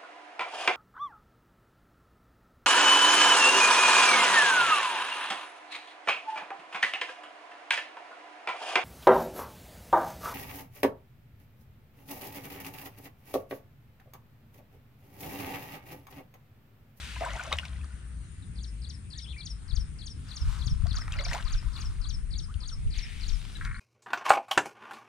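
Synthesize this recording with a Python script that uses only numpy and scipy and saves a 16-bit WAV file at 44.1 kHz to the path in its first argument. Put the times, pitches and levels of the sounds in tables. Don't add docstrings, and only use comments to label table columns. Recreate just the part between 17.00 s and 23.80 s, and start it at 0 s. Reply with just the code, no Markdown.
import sys
import numpy as np
from scipy import signal
from scipy.fft import rfft, irfft, next_fast_len
from scipy.io import wavfile
from scipy.ndimage import uniform_filter1d

SR = 44100
rng = np.random.default_rng(int(sys.argv[2]) if len(sys.argv) > 2 else 0)


def output_pcm(signal):
    pcm = np.clip(np.atleast_2d(signal).T, -1, 1) * 32767
    wavfile.write(sys.argv[1], SR, np.round(pcm).astype(np.int16))


N = 299781
BIN_HZ = np.fft.rfftfreq(1024, 1 / SR)[:, None]
FRAME_S = np.arange(N // 256 + 5) * 256 / SR

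# frequency in Hz, lead of the left port in radians.
PORT_LEAD = [(60, 0.03), (130, -0.7), (350, -0.76), (1500, -0.73), (3000, -0.4), (6000, -1), (15000, -2)]
# frequency in Hz, left minus right in dB.
PORT_LEAN = [(60, 4.4), (190, 0.89), (500, 0.14), (1000, 1.55), (2200, 4.1), (3700, 4.9), (6000, 0.76),
             (12000, 0.46)]


def gain_of(db):
    return 10 ** (np.asarray(db) / 20)


def evened(x, axis=None):
    return x / np.sqrt(np.mean(abs(x) ** 2, axis=axis, keepdims=True) + 1e-20)


def read(points, hz):
    f, value = np.transpose(points)
    return np.interp(np.log(hz + 1), np.log(f + 1), value)


def add(mix, start_s, sound):
    part = mix[round(start_s * SR):][:len(sound)]
    part += sound[:len(part)]


def smoothed_twice(x, size, axis=-1):
    return uniform_filter1d(uniform_filter1d(x, size, axis=axis), size, axis=axis)


def filtered(x, gain):
    size = next_fast_len(N + 1024)
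    spectrum = rfft(x, size) * gain(np.fft.rfftfreq(size, 1 / SR))
    return irfft(spectrum, size)[..., :N]


def coloured(x, points):
    return evened(filtered(x, lambda hz: gain_of(read(points, hz))))


def resonate(x, hz, width_hz):
    turn = np.exp(2j * np.pi * hz * np.arange(len(x)) / SR)
    r = np.exp(-np.pi * width_hz / SR)
    return 2 * (turn * signal.lfilter([(1 - r) ** 2], [1, -2 * r, r * r], x / turn)).real


def drift(per_s):
    hz = np.geomspace(per_s / 20, per_s, num=24)[:, None]
    coarse_s = np.arange(0, N + 64, 64) / SR
    wiggle = (np.sin(2 * np.pi * (hz * coarse_s + rng.random(hz.shape))) / np.sqrt(hz)).sum(0)
    return np.interp(np.arange(N) / SR, coarse_s, evened(wiggle))


def noise(size, same, patchy_db):
    a, b, c, d, patches = rng.standard_normal((len(FRAME_S), len(BIN_HZ), 5)).T
    patches = uniform_filter1d(patches, size=12, axis=0)
    patches = evened(uniform_filter1d(patches, size=10, axis=1))
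    same = np.clip(same, -1, 1)
    left = a + 1j * b
    right = same * left + np.sqrt(1 - same ** 2) * (c + 1j * d)
    z = np.array([left, right]) * gain_of(patchy_db * patches)
    sound = signal.istft(z * evened(size, axis=0), nperseg=1024, noverlap=768)[1]
    return sound[:, :N] / np.sqrt(len(BIN_HZ))


def swells(t, peak_s, db, rise_s, fall_s, dome=1):
    late = t - np.asarray(peak_s)[:, None]
    span = np.where(late < 0, np.asarray(rise_s)[:, None], np.asarray(fall_s)[:, None])
    drop_db = 20 * (abs(late) / (abs(span) + 0.00092)) ** dome
    return gain_of(np.asarray(db)[:, None] - np.minimum(drop_db, 200))


def summed(rows):
    return np.interp(np.arange(N) / SR, FRAME_S, np.sqrt((rows ** 2).sum(0)))


def random_hits(per_s, spread_db):
    level = gain_of(spread_db * np.minimum(rng.exponential(1, N), 3))
    return level * (rng.random(N) < per_s / SR)


def ports(x, lead, lean):
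    def gain(hz):
        half = gain_of(read(lean, hz) / 2) * np.exp(.5j * read(lead, hz))
        return half ** [[1], [-1]]
    return filtered(x, gain)


def scatter(x, t60_s):
    taps = np.zeros((2, SR // 2))
    at = np.arange(300, SR // 2 - 20, 20) + rng.integers(0, 20, (2, (SR // 2 - 301) // 20))
    np.put_along_axis(taps, at, rng.choice([-1., 1.], at.shape), 1)
    taps *= gain_of(-60 * np.arange(SR // 2) / SR / t60_s)
    return signal.fftconvolve(x[None], taps / np.linalg.norm(taps[0]), axes=1)[:, :N]


def field():
    # frequency in Hz, spectrum in dB per Hz.
    wash_spectrum = [(8.2, -51), (14, -17), (30, -16), (45, -3), (69, -4.5), (127, -10), (157, -12),
                     (291, -26.5), (607, -43), (1090, -40.5), (1430, -39.5), (2030, -39), (5700, -47.5),
                     (8860, -42), (16000, -126)]
    # frequency in Hz, left-right likeness 0-1.
    wash_likeness = [(60, 1), (130, 0.83), (300, 0.55), (700, 0.052), (3000, 0.074), (8000, 0.15),
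                     (15000, 0.044)]
    wash_db = -50
    insect_hz, insect_width_hz, insect_db = 8960, 810, -63.5
    flat = np.ones((len(BIN_HZ), len(FRAME_S)))
    wash = coloured(noise(flat, read(wash_likeness, BIN_HZ), patchy_db=2.0), wash_spectrum)
    above = signal.sosfilt(signal.butter(2, 130, "high", fs=SR, output="sos"), wash)
    buzz = 1 + 0.16 * np.sin(2 * np.pi * np.cumsum(122 + 4 * drift(1.1)) / SR)
    throb = 1 + .2 * np.sin(2 * np.pi * np.cumsum(8.1 + .8 * drift(1.5)) / SR)
    a, b = [evened(resonate(v, insect_hz, insect_width_hz)) for v in rng.standard_normal((2, N))]
    hiss = np.array([a, 0.82 * b - 0.3 * a])
    insects = gain_of(insect_db + np.array([[3.5], [-3.5]])) * hiss * buzz * throb
    return ports(wash * gain_of(wash_db) / np.std(above), PORT_LEAD, PORT_LEAN) + insects


def hum():
    # peak in seconds, peak level in dB, mean pitch in Hz, seconds to rise and to fall by 20 dB.
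    throbs = [(0.178, -39.5, 64.9, -0.46), (.35, -31, 62, 0.04), (.55, -35, 65.96, 0.15),
              (0.729, -31.5, 62.1, 0.05), (.82, -35, 62.5, 0.1), (0.944, -30, 60.2, 0.03),
              (1.06, -44, 66, 1.1), (1.18, -28, 66.64, 0), (1.3, -46.5, 66.14, 1.4), (1.5, -56, 58.4, -2),
              (1.635, -40.5, 61, -0.33), (1.74, -37, 59.5, -0.26), (1.9, -42, 61.9, 0.1),
              (2.07, -58.5, 62.3, 3), (2.24, -44.5, 59.6, 0.15), (2.319, -32.5, 63.8, 0.04),
              (2.53, -32.5, 58.9, 0.04)]
    s, db, hz, span_s = np.transpose(throbs)
    wavering_hz = np.interp(np.arange(N) / SR, s, hz) + 7 * drift(16)
    tone = np.sin(2 * np.pi * np.cumsum(wavering_hz) / SR)
    return np.sqrt(2) * summed(swells(FRAME_S, s, db, span_s, span_s)) * tone


def swish():
    # peak in seconds, peak level in dB, seconds to rise by 20 dB, seconds to fall by 20 dB,
    # body centre in Hz, body width in octaves, hiss over body in dB, droplet crackle 0-1.
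    swishes = [(.03, -47.5, 4, 0.66, 2000, 0.93, -1, 0.16), (.288, -48, 0.14, -0.26, 1170, 0.73, -12, 0.1),
               (.55, -52, 1.2, 0.32, 1800, 1, -7, 0.3), (.87, -62, 1, 1.2, 1480, 0.53, -25, 0),
               (2.76, -64, 0.5, 0.5, 1370, 0.84, -16, 0.45),
               (3.3, -59.5, 0.16, 1.3, 1340, 0.98, -0.5, 0.47), (3.52, -50, 0.19, 0.3, 1060, 0.78, 0, .1),
               (3.96, -54.5, 0.21, -1.3, 1350, 0.68, -9, 0.75),
               (4.15, -53, 0.02, 0.08, 2030, 0.77, -11, 0.6),
               (4.337, -47.5, 0.07, 0.1056, 1540, 1, -1, 0.7), (4.47, -57, 0.03, 0.56, 1510, 1, -2.5, 0.7),
               (4.58, -56.5, 0.2, 0.07, 2570, .25, -15, 0.5), (4.77, -55, 0, 0.16, 2510, 0.27, -15, 0.6),
               (4.808, -54.5, 0.25, 0.32, 1190, 0.58, -0.5, 0.2), (5.0, -62, 0, 0.3, 1270, 0.44, -21, 0.36),
               (5.944, -51, 0, 0.8, 2640, 0.73, -9, 0.3), (6.05, -50.5, 0.23, 0.36, 2090, 0.38, -13, 0.1),
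               (6.3, -61, 0.58, 0.5, 2070, 1, 7, 0.5), (6.68, -60.5, 1.1, 0, 1500, 0.76, 1, 0.7),
               (5.58, -66, 0.3, 0.4, 1400, .3, -20, 0.7)]
    # frequency in Hz, hiss spectrum in dB per Hz.
    hiss_spectrum = [(880, -2.5), (1500, -2), (1720, -47), (2140, -4.5), (3480, 5), (8310, -2), (9640, -5),
                     (13900, -16.5), (16000, -24)]
    s, db, rise_s, fall_s, centre_hz, octaves, hiss_db, wet = np.transpose(swishes)
    power = swells(FRAME_S, s, db, rise_s, fall_s, dome=1.09) ** 2
    bell = np.exp(-(np.log2((BIN_HZ + 1) / centre_hz) / octaves) ** 2)
    body = evened(bell / (1 + (950 / (BIN_HZ + 1)) ** 8), axis=0)
    hiss = gain_of(hiss_db) * evened(gain_of(read(hiss_spectrum, BIN_HZ)))
    size = np.sqrt((body + hiss) ** 2 @ power)
    drops = random_hits(per_s=300, spread_db=4.5)
    crackle = evened(signal.lfilter([1], [1, -np.exp(-1 / (.001 * SR))], drops))
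    t = np.arange(N) / SR
    wetness = np.clip(wet, 0, 1) @ power / power.sum(0)
    grain = 1 + np.interp(t, FRAME_S, wetness) * crackle
    alike = read([(1000, 0.88), (4000, 0.49), (7000, 0.75), (12000, 0.28)], BIN_HZ)
    level = np.interp(t, FRAME_S, np.sqrt((size ** 2).mean(0)))
    return noise(size, alike, patchy_db=1) * grain * level


def ticks():
    # start in seconds, crack peak in dB, crack centre in Hz, slap over crack in dB.
    drops = [(0.051, -47, 2550, 2), (0.1577, -32, 2620, -21), (0.207, -33.5, 2280, -19),
             (0.25, -33, 7700, -15), (0.305, -32.5, 2870, -19), (0.3324, -34, 5840, -12),
             (.3691, -41, 6900, -15), (.388, -41, 7760, -14.5), (.404, -43, 6500, -15),
             (0.4356, -33, 6900, -24), (0.5266, -14, 3230, -5), (.479, -42, 3000, -11),
             (0.5368, -32, 2580, -1), (0.5854, -20.5, 2730, -43), (0.6525, -32, 2700, -15),
             (0.6818, -40, 3800, -19), (0.843, -45, 5200, -12), (3.868, -33.5, 4550, -4.5),
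             (3.9297, -36, 4600, -19), (3.984, -33.5, 5670, -18), (4.0785, -34.5, 1900, 2),
             (4.111, -41, 2400, -20), (4.138, -32, 2400, -25), (4.188, -33, 2700, -22),
             (4.296, -37, 2500, -12), (4.404, -36, 2100, -3), (4.47, -42, 1700, -1.5),
             (4.509, -45, 2000, -3), (4.121, -30, 3400, -30), (4.123, -32, 7000, -28),
             (4.131, -48, 6500, -30), (4.208, -39, 5080, 4), (4.283, -31, 3970, -13),
             (4.2994, -35, 5100, -26), (4.31, -40, 5480, 8), (4.331, -25, 2430, -31),
             (4.332, -30, 4400, -30), (4.331, -35, 8800, -30), (4.337, -32.5, 6700, -30),
             (4.348, -46, 8000, -20), (4.409, -41, 7440, -18), (4.4248, -35.5, 3660, -4),
             (4.517, -45, 2500, -10), (4.6274, -47.5, 1700, 4), (4.789, -43.5, 1980, 4.5),
             (5.5393, -45, 4440, -30), (5.541, -41.5, 3000, -29), (5.8194, -57, 2730, -9),
             (5.873, -50.5, 2830, -22.5), (6.4502, -40, 2900, -5.5), (6.4972, -43.5, 3630, -1),
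             (6.579, -48, 3870, -16), (6.5854, -52, 1400, -3), (6.649, -36, 3660, -22),
             (6.6497, -41, 5600, -25)]
    t60_s, shorter = 0.015, 0.27
    out, t = np.zeros(N), np.arange(4000) / SR
    for (s, db, hz, slap_db), grit in zip(drops, rng.standard_normal((len(drops), len(t)))):
        decay = gain_of(-60 * t / t60_s * (hz / 3000) ** shorter)
        burst = grit * decay * (1 - np.exp(-t / 0.00064))
        crack = resonate(burst, hz, 0.37 * hz) + 0.16 * resonate(burst, 3700, 3900)
        slap = resonate(burst, 1245, 680)
        add(out, s, gain_of(db) * (crack / abs(crack).max() + gain_of(slap_db) * slap / abs(slap).max()))
    return out


def patter():
    # peak in seconds, peak level in dB, seconds to rise by 20 dB, seconds to fall by 20 dB.
    showers = [(.3, -50, 0.1, .5), (.55, -53, .2, 0.28), (3.98, -59.5, 0.26, 0), (4.15, -52.5, .08, 0.24),
               (4.33, -50.5, 0.2, 0.38), (4.8, -58, 0, 0.46)]
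    t, out = np.arange(400) / SR, np.zeros(N)
    hits = random_hits(per_s=220, spread_db=4.5)
    kind = rng.integers(0, 12, N)
    for k, hz in enumerate(np.geomspace(1300, 7000, num=12)):
        u = t * hz / 1.06
        tick = u * np.exp(-u) * np.sin(2 * np.pi * hz * t)
        out += signal.oaconvolve(hits * (kind == k), tick)[:N]
    return summed(swells(FRAME_S, *np.transpose(showers))) * evened(out)


def bubbles():
    # start in seconds, peak level in dB, starting pitch in Hz.
    rings = [(.162, -35.5, 945), (.209, -24.5, 615), (.22, -27, 690), (.233, -26.5, 657),
             (0.247, -27, 1490), (.26, -26.5, 980), (.268, -26.5, 926), (.279, -34, 641),
             (.315, -32.5, 1920), (0.353, -37, 854), (.364, -35, 673), (.375, -35, 1470), (.395, -26, 1420),
             (.165, -39, 1600), (.18, -42, 1950), (.292, -38, 1730), (.297, -40, 560), (.316, -38, 1420),
             (.336, -38, 2150), (.355, -39, 1950), (.41, -35, 2300), (.412, -40, 756), (0.428, -42, 1000),
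             (.456, -39, 1050), (.51, -38, 2900), (.594, -42, 1000), (.474, -37.5, 620), (.518, -26, 1180),
             (0.524, -22.5, 2076), (.53, -36, 558), (.632, -36, 1450), (.759, -49, 1920),
             (0.813, -44, 2500), (0.835, -48.5, 1750), (.842, -44.5, 1200), (0.906, -48, 1410),
             (3.856, -39.5, 660), (3.943, -41, 1430), (3.968, -43, 1080), (3.986, -40, 1236),
             (4.017, -42, 1930), (4.131, -33, 2600), (4.139, -35, 2120), (4.153, -37, 1335),
             (4.163, -41, 2300), (4.189, -26, 2056), (4.195, -34.5, 552), (4.252, -38, 2230),
             (4.21, -40, 1900), (4.224, -44, 630), (4.228, -43, 1100), (4.318, -35, 904),
             (4.346, -46, 1760), (4.405, -42, 950), (4.264, -37.5, 663), (4.279, -46, 885),
             (4.294, -52, 577), (4.313, -28, 1830), (4.34, -30.5, 643), (4.349, -33.5, 783),
             (4.354, -30, 923), (4.362, -33.5, 720), (4.379, -40, 840), (4.399, -36.5, 1540),
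             (4.47, -40, 1150), (4.508, -45.5, 1200), (4.548, -40, 1510), (4.838, -48, 1050),
             (5.05, -48.5, 1120)]
    cycles, longer = 28.4, 0.65
    rise_per_s = 7.45
    out, t = np.zeros(N), np.arange(4000) / SR
    ripples = evened(uniform_filter1d(rng.standard_normal((len(rings), len(t))), size=60, axis=1))
    for (s, db, hz), ripple in zip(rings, ripples):
        t60_s = cycles / 1500 * (1500 / hz) ** longer
        turns = hz * (t + rise_per_s * t * t / 2)
        swell = gain_of(-60 * t / t60_s) * (t / t60_s) ** 0.71 * (1 + 0.3 * ripple)
        add(out, s, gain_of(db) * swell / swell.max() * np.sin(2 * np.pi * turns))
    return out


def gurgle():
    # peak in seconds, peak level in dB, seconds to rise by 20 dB, seconds to fall by 20 dB.
    gurgles = [(.22, -43.5, 0.04, 0.53), (.42, -50, 0.36, 0.28), (.54, -41.5, 0.12, 0.0361),
               (3.99, -59, .12, 0), (4.2, -48.5, -0.15, 0.2), (4.32, -44.5, 0, 0.17)]
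    t, out = np.arange(1500) / SR, np.zeros(N)
    hits = random_hits(per_s=1200, spread_db=4.0)
    kind = rng.integers(0, 16, N)
    for k, hz in enumerate(np.geomspace(540, 3400, num=16)):
        u = t * hz / 2.7
        tone = np.sin(2 * np.pi * hz * t * (1 + 0.04 * rng.random() * u))
        blip = u * np.exp(-u) * tone * gain_of(-3 * np.log2(hz / 1300) ** 2)
        out += signal.oaconvolve(hits * (kind == k), blip)[:N]
    return summed(swells(FRAME_S, *np.transpose(gurgles))) * evened(out)


def gulps():
    # start in seconds, length in seconds, first pitch in Hz, last pitch in Hz, level in dB.
    pockets = [(0.271, 0.069, 1800, 2205, -50.5), (0.51, 0.023, 702, 2280, -39.5),
               (3.94, .03, 1150, 1600, -55), (3.974, .035, 1050, 1700, -51), (4.009, .03, 1500, 2100, -56),
               (4.252, 0.016, 2200, 2900, -47.5), (4.274, 0.029, 1306, 3020, -47),
               (4.366, 0.045, 801, 2300, -48.5), (4.448, .03, 896, 1400, -50),
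               (0.222, 0.03, 907, 1510, -42), (0.345, 0.03, 598, 1110, -44),
               (0.418, 0.018, 810, 1200, -48.5), (4.152, 0.025, 1205, 1500, -51),
               (4.189, 0.045, 478, 650, -50), (4.306, 0.026, 1200, 2000, -46),
               (4.51, .045, 1110, 1550, -60), (4.661, 0.022, 956, 1110, -56),
               (5.481, 0.042, 1060, 1630, -53.5), (5.62, 0.019, 1050, 1450, -59),
               (5.61, 0.041, 1000, 1000, -63), (5.738, .03, 1100, 1200, -63),
               (5.71, .03, 1496, 1200, -55.5)]
    out = np.zeros(N)
    ripples = evened(uniform_filter1d(rng.standard_normal((len(pockets), 8000)), size=80, axis=1))
    for (s, length_s, first_hz, last_hz, db), ripple in zip(pockets, ripples):
        u = np.arange(0, 1, 1 / (max(length_s, .004) * SR))[:8000]
        hz = first_hz * (last_hz / first_hz) ** (u ** 1.46) * (1 + 0.039 * ripple[:len(u)])
        level = np.sin(np.pi * u) * gain_of(db + 3 * ripple[::-1][:len(u)])
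        add(out, s, np.sqrt(2) * level * np.sin(2 * np.pi * np.cumsum(hz) / SR))
    return out


def whistle(rows, stretch=1):
    s, *columns = np.transpose(rows)
    t = np.arange(s[0], s[-1], 1 / SR)
    hz, db, *trill = (np.interp(t, s, c) for c in columns)
    flick = np.sum(trill, 0) * np.cos(np.pi * 161 * (t - 2.2985)) ** 2
    tone = np.sin(2 * np.pi * np.cumsum(hz * stretch * (1 + 0.28 * flick ** 2)) / SR)
    return np.sqrt(2) * gain_of(db - 8.1 * flick) * tone * signal.windows.tukey(len(t), .25)


def birds():
    # seconds in the phrase, pitch in Hz, dB re phrase level.
    phrase_notes = [
        [(-.001, 6370, -13), (.004, 4975, -2), (.008, 4575, -4), (.013, 4140, -5.5), (.02, 4050, -7)],
        [(.019, 5440, -2), (.024, 4690, -2), (.032, 4128, 4), (.04, 3390, -4), (.047, 3290, -2)],
        [(.047, 4880, -12), (.051, 3900, -3), (.056, 4440, -4), (.061, 4620, 1), (.067, 4420, -8)],
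        [(.07, 7290, -3.5), (.08, 6322, 4), (.084, 5750, 6.5), (.088, 4810, 6.5), (.096, 3600, 0),
         (.105, 2600, -12)],
        [(.1, 6800, -21), (.112, 5450, -14), (.119, 5780, -4.5), (.128, 5450, 1.5), (.136, 5155, 2.5),
         (.145, 5030, -5), (.152, 5100, -14)],
    ]
    # start in seconds, level in dB, lateness of the last note in ms.
    phrases = [(1.554, -56, 0), (1.816, -53.5, 0), (2.102, -49.5, -2.5), (2.379, -48.5, 1),
               (2.678, -50.5, 2), (2.985, -49.5, -1.5), (3.284, -49.5, 2), (3.586, -49, -5.5),
               (3.88, -48, 2.5), (4.165, -47.5, -2), (4.449, -48.5, 3), (4.731, -49.5, 0),
               (5.014, -49, 0.5), (5.305, -50, 2), (5.603, -49.5, -1), (5.904, -49.5, -0.5),
               (6.207, -48.5, 2.5)]
    # time in seconds, pitch in Hz, level in dB, trill depth 0-1.
    whistles = [
        [(2.13, 1590, -62, 0.48), (2.175, 1880, -60, 0.56), (2.195, 1740, -57, 0.4)],
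        [(2.194, 2290, -58, 0.), (2.212, 2090, -63, 0.)],
        [(2.168, 3300, -66, 0.), (2.176, 3800, -58, 0.), (2.19, 3568, -56, 0.)],
        [(2.208, 2870, -62, 0.), (2.22, 3806, -55, 0.), (2.228, 3820, -57.5, 0.)],
        [(2.236, 3950, -62, 0.), (2.243, 3460, -48, 0.), (2.255, 3350, -57, 0.), (2.261, 2100, -61.5, 0.),
         (2.266, 3010, -51.5, 0.), (2.276, 3200, -56, 0.4), (2.29, 3324, -48, 0.92), (2.324, 3460, -48.5, 1),
         (2.33, 2940, -52, 0.), (2.338, 2300, -58, 0), (2.352, 2580, -48, 0.), (2.359, 2800, -52, 0.)],
        [(2.358, 1690, -52.5, 0.), (2.371, 2290, -49, 0.28), (2.405, 2360, -52, 0), (2.422, 2300, -67, 0.1)],
        [(1.42, 3920, -61.5, 0.68), (1.447, 3400, -64.5, .8)],
        [(6.551, 2860, -54, 0.), (6.555, 3910, -48, 0.1), (6.561, 4000, -49, 0.), (6.567, 3890, -50, 0.),
         (6.571, 3370, -55, 0.), (6.576, 2900, -60, 0.)],
        [(6.552, 1800, -54, 0.1), (6.578, 1580, -56, 0.)],
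        [(6.554, 2200, -58, 0.2), (6.576, 2100, -60, 0.2)],
        [(6.555, 2850, -58, 0.2), (6.572, 2700, -61, 0.2)],
        [(6.742, 4360, -63, 0.1), (6.758, 4050, -55.5, 0.)],
        [(6.766, 4400, -60, 0.), (6.775, 4700, -58, 0.06)],
    ]
    shimmer_db, shimmer_s = 1.6, .004
    out = np.zeros(N)
    offs = rng.standard_normal((len(phrases), len(phrase_notes)))
    for (s, db, late_ms), off in zip(phrases, offs):
        for k, (note, o) in enumerate(zip(phrase_notes, off)):
            is_last = k == len(phrase_notes) - 1
            start_s = s + note[0][0] + late_ms / 1000 * is_last
            add(out, start_s, gain_of(db + o) * whistle(note, stretch=1 + 0.0062 * o))
    air = smoothed_twice(rng.standard_normal(N), round(shimmer_s * SR))
    out = out * gain_of(shimmer_db * evened(air))
    for note in whistles:
        add(out, note[0][0], whistle(note))
    return out


def steadied(x):
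    power = smoothed_twice(evened(x, axis=1) ** 2, 2200)
    return evened(x / np.sqrt(abs(power) + 0.096), axis=1)


def wind():
    # peak in seconds, peak of the slow push in dB, flutter over push in dB,
    # seconds to rise and to fall by 20 dB, left minus right in dB.
    buffets = [(2.57, -37, -13, 0.64, 11), (2.74, -34, 4, 0.01, 16.5), (2.791, -32, -1.5, 0.06, 16),
               (3.13, -54, -10, -0.5, -0.5), (3.43, -34.5, 3, 0.03, -8), (3.485, -29, -4.5, 0.08, 11),
               (3.665, -40, 1.5, 0.02, 4), (3.725, -39, 9, 0.01, 5), (3.841, -46, 11, -0.04, 12),
               (3.914, -40.5, 5, 0, -8), (3.99, -36, -20, 0.35, 11), (4.09, -30, -15, 0.08, 5),
               (4.19, -29, -18, 0.04, 4), (4.287, -28.5, -16, 0.1, 1), (4.46, -35.5, -12, 0.2, 4),
               (4.552, -23.5, -14, 0.06, -2), (4.678, -30.5, -9, 0.05, 3), (4.89, -31, -4, -0.16, 1),
               (5.01, -35, -11, -0.06, 20), (5.18, -35, -26, 0.43, 10), (5.355, -35, -17, 0.6, 5.5),
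               (5.568, -34, -5, 0, 11), (5.72, -41.5, -19.5, 0.65, 14), (5.869, -29.5, -6.5, 0.12, 1.5),
               (5.99, -35, -11, 0, 9.5), (6.235, -35, -20, 0.34, 4.5), (6.33, -32.5, -14, -0.12, 16.5),
               (6.41, -39.5, -17, 0, 15), (6.5, -36, -2, 0, 4), (6.616, -37, -8, 0.3, 5),
               (6.69, -32.5, -3.5, 0.07, 3)]
    # time in seconds, level in dB, left minus right in dB.
    steady_flutter = [(2.4, -57, 4.5), (2.65, -40, 7.5), (2.95, -51, 6), (3.25, -57, -1), (3.6, -35, 6),
                      (3.95, -42.5, 8), (4.3, -46, 2), (4.8, -49, 5), (5.1, -45, 14), (5.6, -56, 1),
                      (6., -50, 1), (6.8, -47.5, 5)]
    # frequency in Hz, spectrum in dB per Hz.
    buffet_spectrum = [(7.1, -18), (12, -1), (33, 13), (81, 1.5), (150, -12.5), (222, -30), (260, -37.5),
                       (390, -70), (500, -47.5), (650, -51), (1100, -120)]
    t, sides = np.arange(N) / SR, (.5, -.5)
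    s, db, flutter_db, span_s, pan_db = np.transpose(buffets)

    def gusts(level_db):
        return np.array([summed(swells(FRAME_S, s, level_db + side * pan_db, span_s, span_s)) for side in sides])

    pushes, flaps = gusts(db), gusts(db + flutter_db)
    flutter_s, steady_db, steady_pan_db = np.transpose(steady_flutter)
    steady = gain_of([np.interp(t, flutter_s, steady_db + side * steady_pan_db) for side in sides])
    flutter = np.hypot(flaps, steady)
    lumps_db = 2.0 * np.array([drift(15), drift(12)])
    left, right = rng.standard_normal((2, N))
    buffet = coloured(np.array([left, 0.25 * left + right]), buffet_spectrum)
    push = signal.sosfiltfilt(signal.butter(2, 60, fs=SR, output="sos"), buffet)
    both = pushes * steadied(push) + flutter * steadied(buffet - push)
    onset = np.clip((t - s[0]) / 0.29, 0, 1)
    return gain_of(lumps_db) * both * onset


def jolts():
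    # peak in seconds, peak level in dB, peak to trough in ms.
    slaps = [
        [(2.733, -13.5, 8.5), (2.776, -14.5, 9.9), (3.609, -21.5, 9), (3.671, -15, 5.2), (3.716, -15.5, 5.9),
         (3.73, -13.5, 8.3), (3.76, -17.5, 6.2), (3.804, -20.5, 13), (3.84, -13.5, 5.7), (3.878, -18, 6.3),
         (3.918, -18.5, 4.7), (4.293, -24.5, 9), (4.453, -16.5, 13.3), (4.67, -16.5, 9.8), (5.078, -20, 8),
         (5.354, -17, 9.5), (5.561, -17, 6.7), (5.981, -17.5, 12), (6.337, -22, 9.7)],
        [(3.42, -17.5, 7.8), (3.456, -21.5, 6.8), (3.478, -18, 6), (3.722, -14.5, 7.8), (3.971, -24, 9.7),
         (4.544, -13, 12.2), (5.867, -26, 6.5)],
    ]
    dip, rebound, leak = 0.21, 0.27, 0.13
    out = np.zeros((2, N))
    for port, rows in zip(out, slaps):
        for s, db, swing_ms in rows:
            u = np.arange(-2, 3, 1000 / swing_ms / SR)
            shape = np.exp(-(u / 0.4) ** 2) - 0.71 * np.exp(-((u - 1) / 0.69) ** 2)
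            shape += rebound * np.exp(-((u - 2) / 0.48) ** 2)
            shape -= dip * np.exp(-((u + 1) / .5) ** 2)
            add(port, s - 2 * swing_ms / 1000, gain_of(db) * shape * signal.windows.tukey(len(u), .3))
    return out + leak * out[::-1]


def frog():
    # start in seconds, length in seconds, starting level in dB.
    croaks = [(6.608, 0.1, -43), (6.709, 0.031, -45.5), (6.739, 0.033, -44.5), (6.773, 0.025, -47)]
    # time in seconds, peak over the rms of the rattle in dB.
    rasps = [(6.6123, 23.5), (6.62, 25), (6.623, 23), (6.631, 23), (6.648, 24), (6.655, 24), (6.658, 23),
             (6.666, 27), (6.672, 23), (6.675, 23), (6.6945, 25), (6.7138, 27), (6.731, 24), (6.761, 25),
             (6.782, 22)]
    # frequency in Hz, width in Hz, gain in dB.
    throat_modes = [(1150, 210, 0), (1540, 540, 9.5), (1800, 300, 5.5), (2110, 240, 6.5)]
    edge_s, fade_db = 0.0028, -1
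    t = np.arange(croaks[0][0], N / SR, 1 / SR)
    turns = np.cumsum(300 * (1 + .18 * drift(60)[:len(t)])) / SR
    puffs = gain_of(1.8 * rng.standard_normal(200))
    pulses = puffs[turns.astype(int)] * np.exp(-(turns % 1) / .07)
    rattle = evened((.06 + pulses) * rng.standard_normal(len(t)))
    s, db = np.transpose(rasps)
    rattle[np.round((s - t[0]) * SR).astype(int)] += gain_of(db)
    throat = sum(gain_of(g) * resonate(rattle, f, w) for f, w, g in throat_modes)
    throat = signal.sosfilt(signal.butter(4, [1050, 2450], "band", fs=SR, output="sos"), throat)
    s, length_s, db = np.transpose(croaks)[..., None]
    edges = np.clip(np.minimum(t - s, s + length_s - t) / edge_s, 0, 1)
    level = (edges * gain_of(db + fade_db * np.clip((t - s) / length_s, 0, 1))).sum(0)
    out = np.zeros(N)
    add(out, t[0], level * evened(throat))
    return out


def scene():
    # frequency in Hz, lead of the left port in radians.
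    song_lead = [(2000, -1.5), (2900, 0.087), (3750, 0.69), (4800, 0.82), (6200, 0.98)]
    # frequency in Hz, left minus right in dB.
    song_lean = [(2000, 2.1), (2900, 9.1), (3750, 14.3), (4800, 8.2), (6200, 2.3)]
    song = birds()
    splash = bubbles() + ticks() + gurgle() + gulps() + patter()
    near = splash + gain_of(-10.0) * scatter(splash, t60_s=0.051) + swish() + hum() + frog()
    song = song + gain_of(-8.5) * scatter(song, t60_s=0.19)
    at_ports = ports(near, PORT_LEAD, PORT_LEAN) + ports(song, song_lead, song_lean)
    return at_ports + wind() + jolts() + field()


def record(dry):
    low_pass = signal.firwin(511, 15800, window=("kaiser", 9), fs=SR)
    return signal.oaconvolve(dry, low_pass[None], "same")


dry = scene()
out = record(dry)
output_pcm(out)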